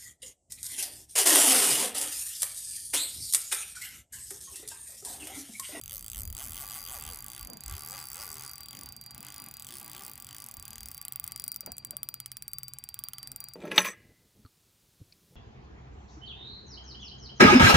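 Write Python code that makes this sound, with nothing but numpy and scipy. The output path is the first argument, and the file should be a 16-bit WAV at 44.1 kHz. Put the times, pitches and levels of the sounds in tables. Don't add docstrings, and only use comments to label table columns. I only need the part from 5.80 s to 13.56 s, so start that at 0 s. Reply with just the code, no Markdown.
import sys
import numpy as np
from scipy import signal
from scipy.fft import rfft, irfft
from scipy.io import wavfile
from scipy.ndimage import uniform_filter1d

SR = 44100
rng = np.random.default_rng(int(sys.argv[2]) if len(sys.argv) > 2 else 0)


def invert_db(x):
    u = np.asarray(x, float) / 20
    return 10 ** u


def to_wav(s):
    ch = np.atleast_2d(s).T
    pcm = np.round(np.clip(ch, -1, 1) * 32767)
    wavfile.write(sys.argv[1], SR, pcm.astype(np.int16))


N = 342061
TEETH = 18


def curve(table):
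    s, *columns = np.transpose(table)
    return [np.interp(np.arange(N) / SR, s, c) for c in columns]


def unit(x):
    return x / np.sqrt(np.mean(x ** 2))


def band(x, hz, width_hz):
    return signal.lfilter(*signal.iirpeak(hz, hz / width_hz, SR), x)


def ring(s, size, hz, t60_s, rise_s=.0001):
    pole = 2j * np.pi * hz / SR - np.log(1000) / (t60_s * SR)
    at = np.ceil(s * SR).astype(int)
    blows = np.zeros(size.shape[:-1] + (N,), complex)
    blows[..., at] = size * np.exp(pole * (at - s * SR))
    swell = np.exp(pole - 1 / (rise_s * SR))
    return signal.lfilter([1 - abs(swell)], np.poly([np.exp(pole), swell]), blows).imag


def walk(rate, size=N, per=SR):
    k = max(int(per / rate), 1)
    steps = np.repeat(rng.standard_normal(size // k + 1), k)
    smooth = uniform_filter1d(uniform_filter1d(steps, k), k)
    return unit(smooth[:size])


def wide(side_db, top_hz=1400):
    side = signal.sosfilt(signal.butter(4, top_hz, fs=SR, output="sos"), rng.standard_normal(N))
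    return rng.standard_normal(N) + invert_db(side_db) * side * np.array([[1], [-1]])


def swells(table):
    t, first, second = np.arange(N) / SR, 0, 0
    for s, length_s, db, above_db in table:
        bell = invert_db(db) * np.exp(-(2 * (t - s) / length_s) ** 2 / 2)
        first = first + bell
        second = second + invert_db(above_db) * bell
    return first, second


# time_s, teeth_passed_count
SPOOL_TURN = [(0.0139, 0), (0.096, 4), (0.1679, 11), (0.3978, 27), (0.4068, 28), (0.5677, 36), (0.5964, 39),
              (0.8382, 66), (1.0394, 89), (1.1676, 103), (1.1765, 104), (1.4639, 125), (1.7003, 138),
              (1.8072, 141), (1.9521, 149), (2.0486, 156), (2.2012, 170), (2.317, 178), (2.478, 193),
              (2.636, 205), (2.6782, 208), (2.8852, 217), (3.1235, 227), (3.3086, 231), (3.5229, 240),
              (3.7121, 249), (3.7972, 252), (4.0976, 269), (4.3152, 283), (4.4684, 290), (4.7126, 302),
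              (4.7692, 304), (5.0858, 316), (5.1786, 319)]
DRAG_SURGE = [(100, .8), (160, .3)]
SLOW_CLICKS_S = [5.2146, 5.2513, 5.2824, 5.323, 5.3592, 5.3985, 5.4414, 5.4776, 5.5204, 5.561, 5.598,
                 5.6404, 5.6798, 5.718, 5.7614, 5.8075, 5.862, 5.919, 5.9819, 6.0489, 6.1085, 6.168, 6.2316,
                 6.2886, 6.3415, 6.402, 6.46, 6.5173, 6.5693, 6.6233, 6.6804, 6.7337, 6.7848, 6.8326,
                 6.8822, 6.936, 6.9864, 7.0396, 7.0894, 7.143, 7.1907, 7.2385, 7.286, 7.3343, 7.3834, 7.43,
                 7.4737, 7.5175, 7.5613, 7.604, 7.641, 7.686, 7.7363]
# time_s, level_db
CLICK_STRENGTH = [(0, -26), (.3, -24), (1.1, -24.5), (1.63, -26.5), (1.88, -25.5), (2.6, -26.5),
                  (3.5, -27.5), (3.8, -26), (4.0, -27.5), (4.5, -27), (5.17, -25), (5.22, -19.5),
                  (5.55, -20.5), (5.7, -17.5), (6.27, -18), (6.46, -20), (6.6, -19), (7.24, -20.5),
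                  (7.7, -26)]


def click_times():
    hardest_tooth = 17

    def surged(k):
        swing_teeth = np.interp(k, *np.transpose(DRAG_SURGE))
        return k + swing_teeth * np.sin(2 * np.pi * (k - hardest_tooth) / TEETH)

    s, teeth = np.transpose(SPOOL_TURN)
    k = surged(np.arange(teeth[-1] + 1))
    teeth = surged(teeth)
    slope = np.gradient(s, teeth)
    j = np.clip(np.searchsorted(teeth, k, "right") - 1, 0, len(s) - 2)
    h = np.diff(teeth)[j]
    u = (k - teeth[j]) / h
    bend = h * u * (1 - u) * ((1 - u) * slope[j] - u * slope[j + 1])
    fast = s[j] + np.diff(s)[j] * u * u * (3 - 2 * u) + bend
    s = np.r_[fast, SLOW_CLICKS_S]
    return s, np.interp(s, *np.transpose(CLICK_STRENGTH))


def spool_angle(count):
    return 2 * np.pi * np.arange(count) / TEETH


def ports(count, side_db):
    side = invert_db(side_db) * (walk(1, count, per=4) + 1j * walk(1, count, per=3.7))
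    return 1 + side * np.array([[1], [-1]])


# time_s, level_db
STRAY_TICKS = [(2.9654, -35), (3.239, -31), (3.3144, -33), (3.3814, -36), (3.8823, -31), (4.0015, -27),
               (4.1684, -36), (5.076, -34), (5.106, -35), (5.13, -37), (5.14, -37), (5.17, -30),
               (5.2264, -30), (5.3343, -28), (5.4652, -27), (5.5112, -32), (5.577, -28), (5.6205, -27),
               (5.664, -31), (5.744, -25), (5.968, -29), (6.0711, -35)]


def stray_ticks():
    faint_count, start_s, end_s, level_db, spread_db = 14, 2.4, 7.4, -38, 8.0
    when, how = rng.random((faint_count, 2)).T
    faint = np.c_[start_s + when * (end_s - start_s), level_db + spread_db * (how - .5)]
    return np.r_[STRAY_TICKS, faint].T


BODY_HZ = [1350, 2200, 3200, 4200, 5150, 6400, 7900, 9200, 10300, 11500, 12800, 13800, 15100, 16200]
BODY_T60_S = [.018, .0045, .004, .0032, .003, .0033, .0045, .0036, .0035, .0035, .004, .0033, .0038, .0035]
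# gain_db, swing_per_turn_db, loudest_deg, swing_per_half_turn_db, loudest_deg
ASIDE_MODES = [(-22.5, 0, 150, 4.4, 140), (-19, 5.5, 210, 5, 89), (-5.5, 6.5, 79, -0.5, 61),
               (-19, -2.5, 47, 11, 6.8), (-15.5, 2, 190, -2, 88), (-1.5, 0, 29, 3, 70),
               (-1.1, 2.5, 81, 4.5, 181), (-1, -1, 87, 1.5, 190), (-1.9, 3.7, 113, -0.3, 77),
               (0.4, 2, 280, -1, 55), (-4, 3, 240, 6, 39), (0, -1, 990, 5.5, 146), (-17, -7, 254, -12, 150),
               (-7, 8, 280, -13, 71)]
BEHIND_MODES = [(-13.5, 1.4, 170, 0.79, 130), (-15, 0.3, 140, 2.1, 120), (-11, 7, 73, 0.2, 144),
                (-15.5, 2.1, 160, 1.0, 12), (-3.5, 2.5, 150, 2.9, 150), (-0.7, 1.9, 34, 1, 120),
                (0.5, 2.2, 48, 3.8, 162), (-1.1, 0.5, 73, 3.8, 184), (-2, 1.2, 140, 0.6, 87),
                (0, 1.7, 290, 0.5, 101), (0.2, 2.2, 280, 1.1, 100), (-7, 2.5, 370, 2.9, 155),
                (2, 0.5, 254, 0.9, 140), (-8, 1.0, 250, 1.4, 56)]
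BELOW_MODES = [(-22.5, 0.56, 170, 0.2, 230), (-16, 3.9, 125, 5.8, 112), (-8.5, 7.3, 73, 1.4, 137),
               (-10.5, 3.3, 22, 0.4, 19), (-8, 3.2, 160, 2.3, 177), (-4.5, 2.9, 126, 1.9, 90),
               (-0.5, 0.96, 6, 1.4, 12), (-2.2, 2.7, 200, 1.1, 130), (-2, 3.2, 180, 3.4, 7),
               (-1, 1.6, 300, 2.7, 72), (-17, 1.3, 280, 0.3, 81), (3.5, 3.4, 250, 1.8, 160),
               (-25, 3.5, 150, 1.8, 220), (7, 3.2, 280, 6, 8)]
NEAR_MODES = [(-22, 2.4, 437, 1.4, 55), (-17, 5.1, 116, 2.8, 79), (-17.5, 13.5, 25, 4.6, 105),
              (-11, 4.2, 21, 0.57, 3.7), (-6.5, 5.4, 108, 0.61, 3), (-14, 0.86, 140, 4.8, 50),
              (-2.5, 0.6, 260, 1, 280), (-0.5, 4.7, 94, 5.2, 173), (-3, 1.7, 85, 1.8, 100),
              (-5, 6, 318, 0.77, 100), (-3, 6, 370, 0.77, 10), (4, 1.6, 120, 5.4, 184),
              (-10.5, 0.34, 49, 7.7, 22), (8, 1.2, 190, 4.6, 12)]
HOLD_CHANGES_S = (1.8, 2.75, 5.2)


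def body_snaps(s, click_db, lead_s):
    scatter_db, phase_wobble_rad, lag_cycles = 1.9, .4, 1.52
    count = len(s)
    angle = spool_angle(count)
    hold = np.searchsorted(HOLD_CHANGES_S, s)
    tick_s, tick_db = stray_ticks()
    snap = 0
    for k, (hz, t60_s) in enumerate(zip(BODY_HZ, BODY_T60_S)):
        holds = np.array([ASIDE_MODES[k], BEHIND_MODES[k], BELOW_MODES[k], NEAR_MODES[k]])
        db, turn_db, turn_deg, half_db, half_deg = holds[hold].T
        db = db + turn_db * np.cos(angle - np.radians(turn_deg))
        db = db + half_db * np.cos(2 * (angle - np.radians(half_deg)))
        db = db + scatter_db * walk(1, count, per=2)
        phase = np.pi * k + phase_wobble_rad * walk(1, count, per=3)
        size = invert_db(click_db + db - 10.5) * np.exp(1j * phase) * ports(count, -18.5)
        tick_phase = 2 * np.pi * rng.random(len(tick_s))
        stray = invert_db(tick_db + BELOW_MODES[k][0] - 12) * np.exp(1j * tick_phase) * np.ones((2, 1))
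        late_s = np.r_[s, tick_s - lead_s] + lag_cycles / hz
        snap = snap + ring(late_s, np.c_[size, stray], hz, t60_s, rise_s=0.000067 + 0.22 / hz)
    return snap


# delay_ms, swing_ms, longest_deg, gain_db
GLANCING_PATHS = [(.5, .15, 60, -13), (1.102, .3, 200, -6.5)]


def glancing(direct, s):
    now, count = np.arange(N), len(s)
    click = np.clip(np.searchsorted(s * SR, now) - 1, 0, count - 1)
    snap = direct
    for delay_ms, swing_ms, deg, db in GLANCING_PATHS:
        ms = delay_ms + swing_ms * np.cos(spool_angle(count) - np.radians(deg))
        ms = ms + .04 * rng.standard_normal(count)
        lag = (ms * SR / 1000).round().astype(int)[click]
        snap = snap + invert_db(db) * direct[:, np.maximum(now - lag, 0)]
    return snap


SPOOL_RING_HZ = [4708, 4671, 7600, 9950, 14856, 14790]
SPOOL_RING_DB = [1, -9, -7, -4.5, 7.5, -9]
SPOOL_RING_T60_S = [.22, .22, .045, .04, .05, .04]
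# time_s, level_db
RING_REACH = [(0, -71), (.7, -67), (.85, -59), (1.4, -65.5), (2.1, -61), (3.2, -61), (3.35, -66),
              (4.4, -68.5), (5.7, -62), (5.94, -57), (6.1, -67), (7.25, -63), (7.4, -59), (7.76, -62)]


def spool_rings(s, click_db):
    scatter_db, high_share, high_db = 3.5, .45, -40
    count = len(s)
    low_db = np.interp(s, *np.transpose(RING_REACH))
    low_db = low_db + 10 * np.log10(np.gradient(s) / 0.014) + 6
    rings = 0
    for hz, db, t60_s in zip(SPOOL_RING_HZ, SPOOL_RING_DB, SPOOL_RING_T60_S):
        low = hz < 5000
        reach_db = low_db if low else high_share * click_db + high_db
        size = invert_db(reach_db + db + scatter_db * rng.standard_normal(count))
        size = size * np.exp(2j * np.pi * rng.random(count))
        rings = rings + ring(s, size * ports(count, -11 if low else -24), hz, t60_s)
    return rings


def reel(lead_s=.0004):
    s, click_db = click_times()
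    s = s - lead_s
    click_db = click_db + 1.6 * np.log2(np.minimum(np.gradient(s) / 0.01, 1))
    snap = glancing(body_snaps(s, click_db, lead_s), s)
    snap = signal.sosfilt(signal.butter(2, 900, "high", fs=SR, output="sos"), snap)
    return snap, spool_rings(s, click_db)


# time_s, delay_ms, gain_db
CLICK_ECHO = [(0, 8.0, -24), (.9, 7.0, -24), (1.6, 8.0, -24), (3, 6.5, -22), (4.2, 7.0, -22),
              (5.4, 9.5, -28), (6.3, 7.5, -27), (7.8, 8.0, -30)]


def nearby(snap, tail_db=-22, t60_s=0.095):
    delay_ms, echo_db = curve(CLICK_ECHO)
    now = np.arange(N)
    late = (now - delay_ms * SR / 1000).round()
    echo = np.array([np.interp(late, now, c) for c in band(snap, 5400, 7100)])
    echo = invert_db(echo_db + 6.5 * walk(12)) * echo
    fade = np.exp(-np.log(1000) * np.arange(4096) / SR / t60_s)
    tail = fade * rng.standard_normal(4096)
    tail = invert_db(tail_db) * tail / np.sqrt(np.sum(fade ** 2))
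    scatter = signal.fftconvolve(snap.mean(axis=0), tail)[:N]
    return echo + invert_db(echo_db - echo_db[0]) * scatter


def line_motion(waver=0.02498):
    weave_per_tooth = 5.35
    s = click_times()[0]
    teeth = np.interp(np.arange(N) / SR, s, np.arange(len(s)))
    speed = uniform_filter1d(np.gradient(teeth), 600).clip(1 / SR)
    octaves = np.log2(uniform_filter1d(speed, SR // 30) * SR / 60)
    drift = 1 + waver * (walk(40) + 0.781 * walk(200))
    phase = 2 * np.pi * np.cumsum(weave_per_tooth * speed * drift)
    return speed, octaves, phase


# time_s, level_db
WEAVE_HUM = [(0, -80), (.55, -79), (.9, -71), (1.4, -69), (1.9, -66), (2.3, -74), (2.57, -64), (2.75, -72),
             (4, -65), (4.6, -68), (4.9, -57), (5.1, -60), (5.3, -75), (7.8, -62)]


def weave_hum(speed, octaves, phase):
    db_per_octave, waver_db = 7.5, 3.6
    hum_db = curve(WEAVE_HUM)[0] + db_per_octave * octaves + waver_db * walk(60)
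    hum = (np.cos(phase) + invert_db(-14) * np.cos(2 * phase)) * invert_db(hum_db)
    hum = hum * (speed / uniform_filter1d(speed, SR // 4)) ** 1.6
    return hum * invert_db(np.array([[-1.0], [1.0]]))


# time_s, level_db
LINE_RUB = [(0, -70.5), (.5, -67), (.6, -60.5), (1.2, -59), (1.9, -56), (2.3, -58), (2.7, -55),
            (3.6, -55.5), (4.6, -60), (5.1, -54.5), (5.6, -57.5), (6.3, -58.5), (7.1, -59.5), (7.76, -55.5)]
# pitch_hz, width_hz, relative_db_per_hz
ROD_MODES = [(354, 80, -12), (820, 116, -2.5), (977.4, 20, -1.5), (1155.7, 38, 5), (1476, 66, -3.5),
             (1601, 62, -3), (2103, 195, -8.5), (2480, 325, -13.5), (2750, 1330, -17)]


def line_rub(octaves, phase):
    db_per_octave, waver_db = 6.5, 1.5
    rub_db = curve(LINE_RUB)[0] + db_per_octave * octaves + waver_db * walk(12)
    grit = wide(-12.0) * invert_db(2.0 * walk(150)) * (1 + 0.74 * np.cos(phase))
    rod = 0
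    for hz, width_hz, db in ROD_MODES:
        mode = unit(band(band(grit, hz, width_hz), hz, 4 * width_hz))
        rod = rod + invert_db(db + 1.1 * walk(22)) * mode * np.sqrt(width_hz)
    bed = unit(band(band(grit, 3000, 4000), 3400, 4100)) * invert_db(0.73 * rub_db - 26)
    return unit(rod) * invert_db(rub_db) + bed


def line():
    speed, octaves, phase = line_motion()
    return weave_hum(speed, octaves, phase) + line_rub(octaves, phase)


# time_s, level_db, scrape_above_db
GRIP_REST = [(0, -70, -4), (1.2, -66, -1), (2, -69, -7.5), (4.4, -66.5, -1), (5, -71, -3),
             (5.7, -71.5, -4.5), (6.25, -70.5, -0.5), (6.5, -76, -9), (7.35, -74.5, -3), (7.76, -69.5, -1)]
# time_s, length_s, level_db, scrape_above_db
HAND_SHIFTS = [(.7, 0.092, -64, -5), (1.73, 0.084, -54, -1), (2.98, 0.093, -64.5, -12),
               (3.39, 0.075, -63, -5), (3.68, 0.074, -65.5, -9), (5.55, .08, -65, -11),
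               (5.89, .035, -57, 2), (6.09, 0.098, -63, -6), (7.52, .1, -67.5, -8)]
# time_s, strength_db, pitch_hz, t60_s
GRIP_KNOCKS = [(5.833, -50, 584, 0.028), (5.87, -41.5, 860, 0.033), (5.876, -37.5, 600, 0.021),
               (5.923, -50, 740, 0.035), (6.133, -49, 600, 0.09)]


def hand():
    level_db, scrape_db = curve(GRIP_REST)
    rest = invert_db(level_db + 2.4 * walk(6))
    shift, shift_scrape = swells(HAND_SHIFTS)
    dull = unit(band(band(wide(-10.0), 207, 135), 207, 135))
    scrape = unit(band(band(wide(2.0), 635, 690), 635, 690))
    rustle = (rest + shift) * dull + (rest * invert_db(scrape_db) + shift_scrape) * scrape
    out = rustle * invert_db(2.0 * walk(30))
    for s, db, hz, t60_s in GRIP_KNOCKS:
        at_s, size = np.array([s]), invert_db(db) * np.array([[1.1], [.9]])
        out = out + ring(at_s, size, hz, t60_s) + ring(at_s, size, 2.44 * hz, 0.18 * t60_s)
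    return out


# time_s, level_db, deep_above_db
BREEZE = [(0, -58, 1), (.9, -59, 0.5), (1.4, -63, -2), (1.8, -66, -6), (3, -65, -14), (4.5, -66, -12),
          (5.1, -66, -3), (5.6, -68, -8), (7.76, -68, -8)]
# time_s, length_s, level_db, deep_above_db
WIND_GUSTS = [(.41, 0.051, -51.5, 11), (.49, 0.084, -44, 4.5), (.73, .08, -52, -15),
              (1.28, 0.094, -58, 4.5), (1.64, 0.055, -57, -1), (1.92, 0.066, -42, -3),
              (2.29, .07, -57, -20), (2.46, .08, -62.5, 0), (3.09, 0.053, -54.5, -15),
              (3.35, 0.046, -61, -16), (4.79, .07, -60, 4), (5.03, .07, -63, 8), (5.9, .06, -61, -10)]


def wind():
    waver_db = 2.5
    level_db, deep_db = curve(BREEZE)
    breeze = invert_db(level_db + waver_db * walk(8))
    gust, deep_gust = swells(WIND_GUSTS)
    puff = unit(band(band(wide(-24), 75, 38), 75, 38))
    deep = unit(band(band(wide(-29), 42.8, 23), 42.8, 23))
    return (breeze + gust) * puff + (breeze * invert_db(deep_db) + deep_gust) * deep


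# pitch_hz, relative_db_per_hz
AIR_SPECTRUM = [(25, -8), (125, 13.5), (220, -4), (450, -57), (1300, -21), (1750, -27), (2450, -2),
                (4000, -63), (8000, -16.5), (15500, -31), (17000, -52)]


def air():
    hiss_db, hum_hz, hum_width_hz, hum_db = -66, 128.3, 7.8, -63
    hz, db = np.transpose(AIR_SPECTRUM)
    shape = invert_db(np.interp(np.log(np.fft.rfftfreq(N, 1 / SR) + 1), np.log(hz), db))
    hiss = unit(irfft(rfft(wide(-16)) * shape, N)) * invert_db(hiss_db)
    return hiss + unit(band(wide(-19), hum_hz, hum_width_hz)) * invert_db(hum_db)


def scene():
    snap, rings = reel()
    return snap + rings + nearby(snap) + line() + hand() + wind() + air()


def band_limit(x):
    return signal.sosfilt(signal.butter(12, 17030, fs=SR, output="sos"), x)


def record(dry):
    mix = signal.sosfilt(signal.butter(8, 15000, fs=SR, output="sos"), dry)
    return band_limit(mix)


dry = scene()
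out = record(dry)
to_wav(out)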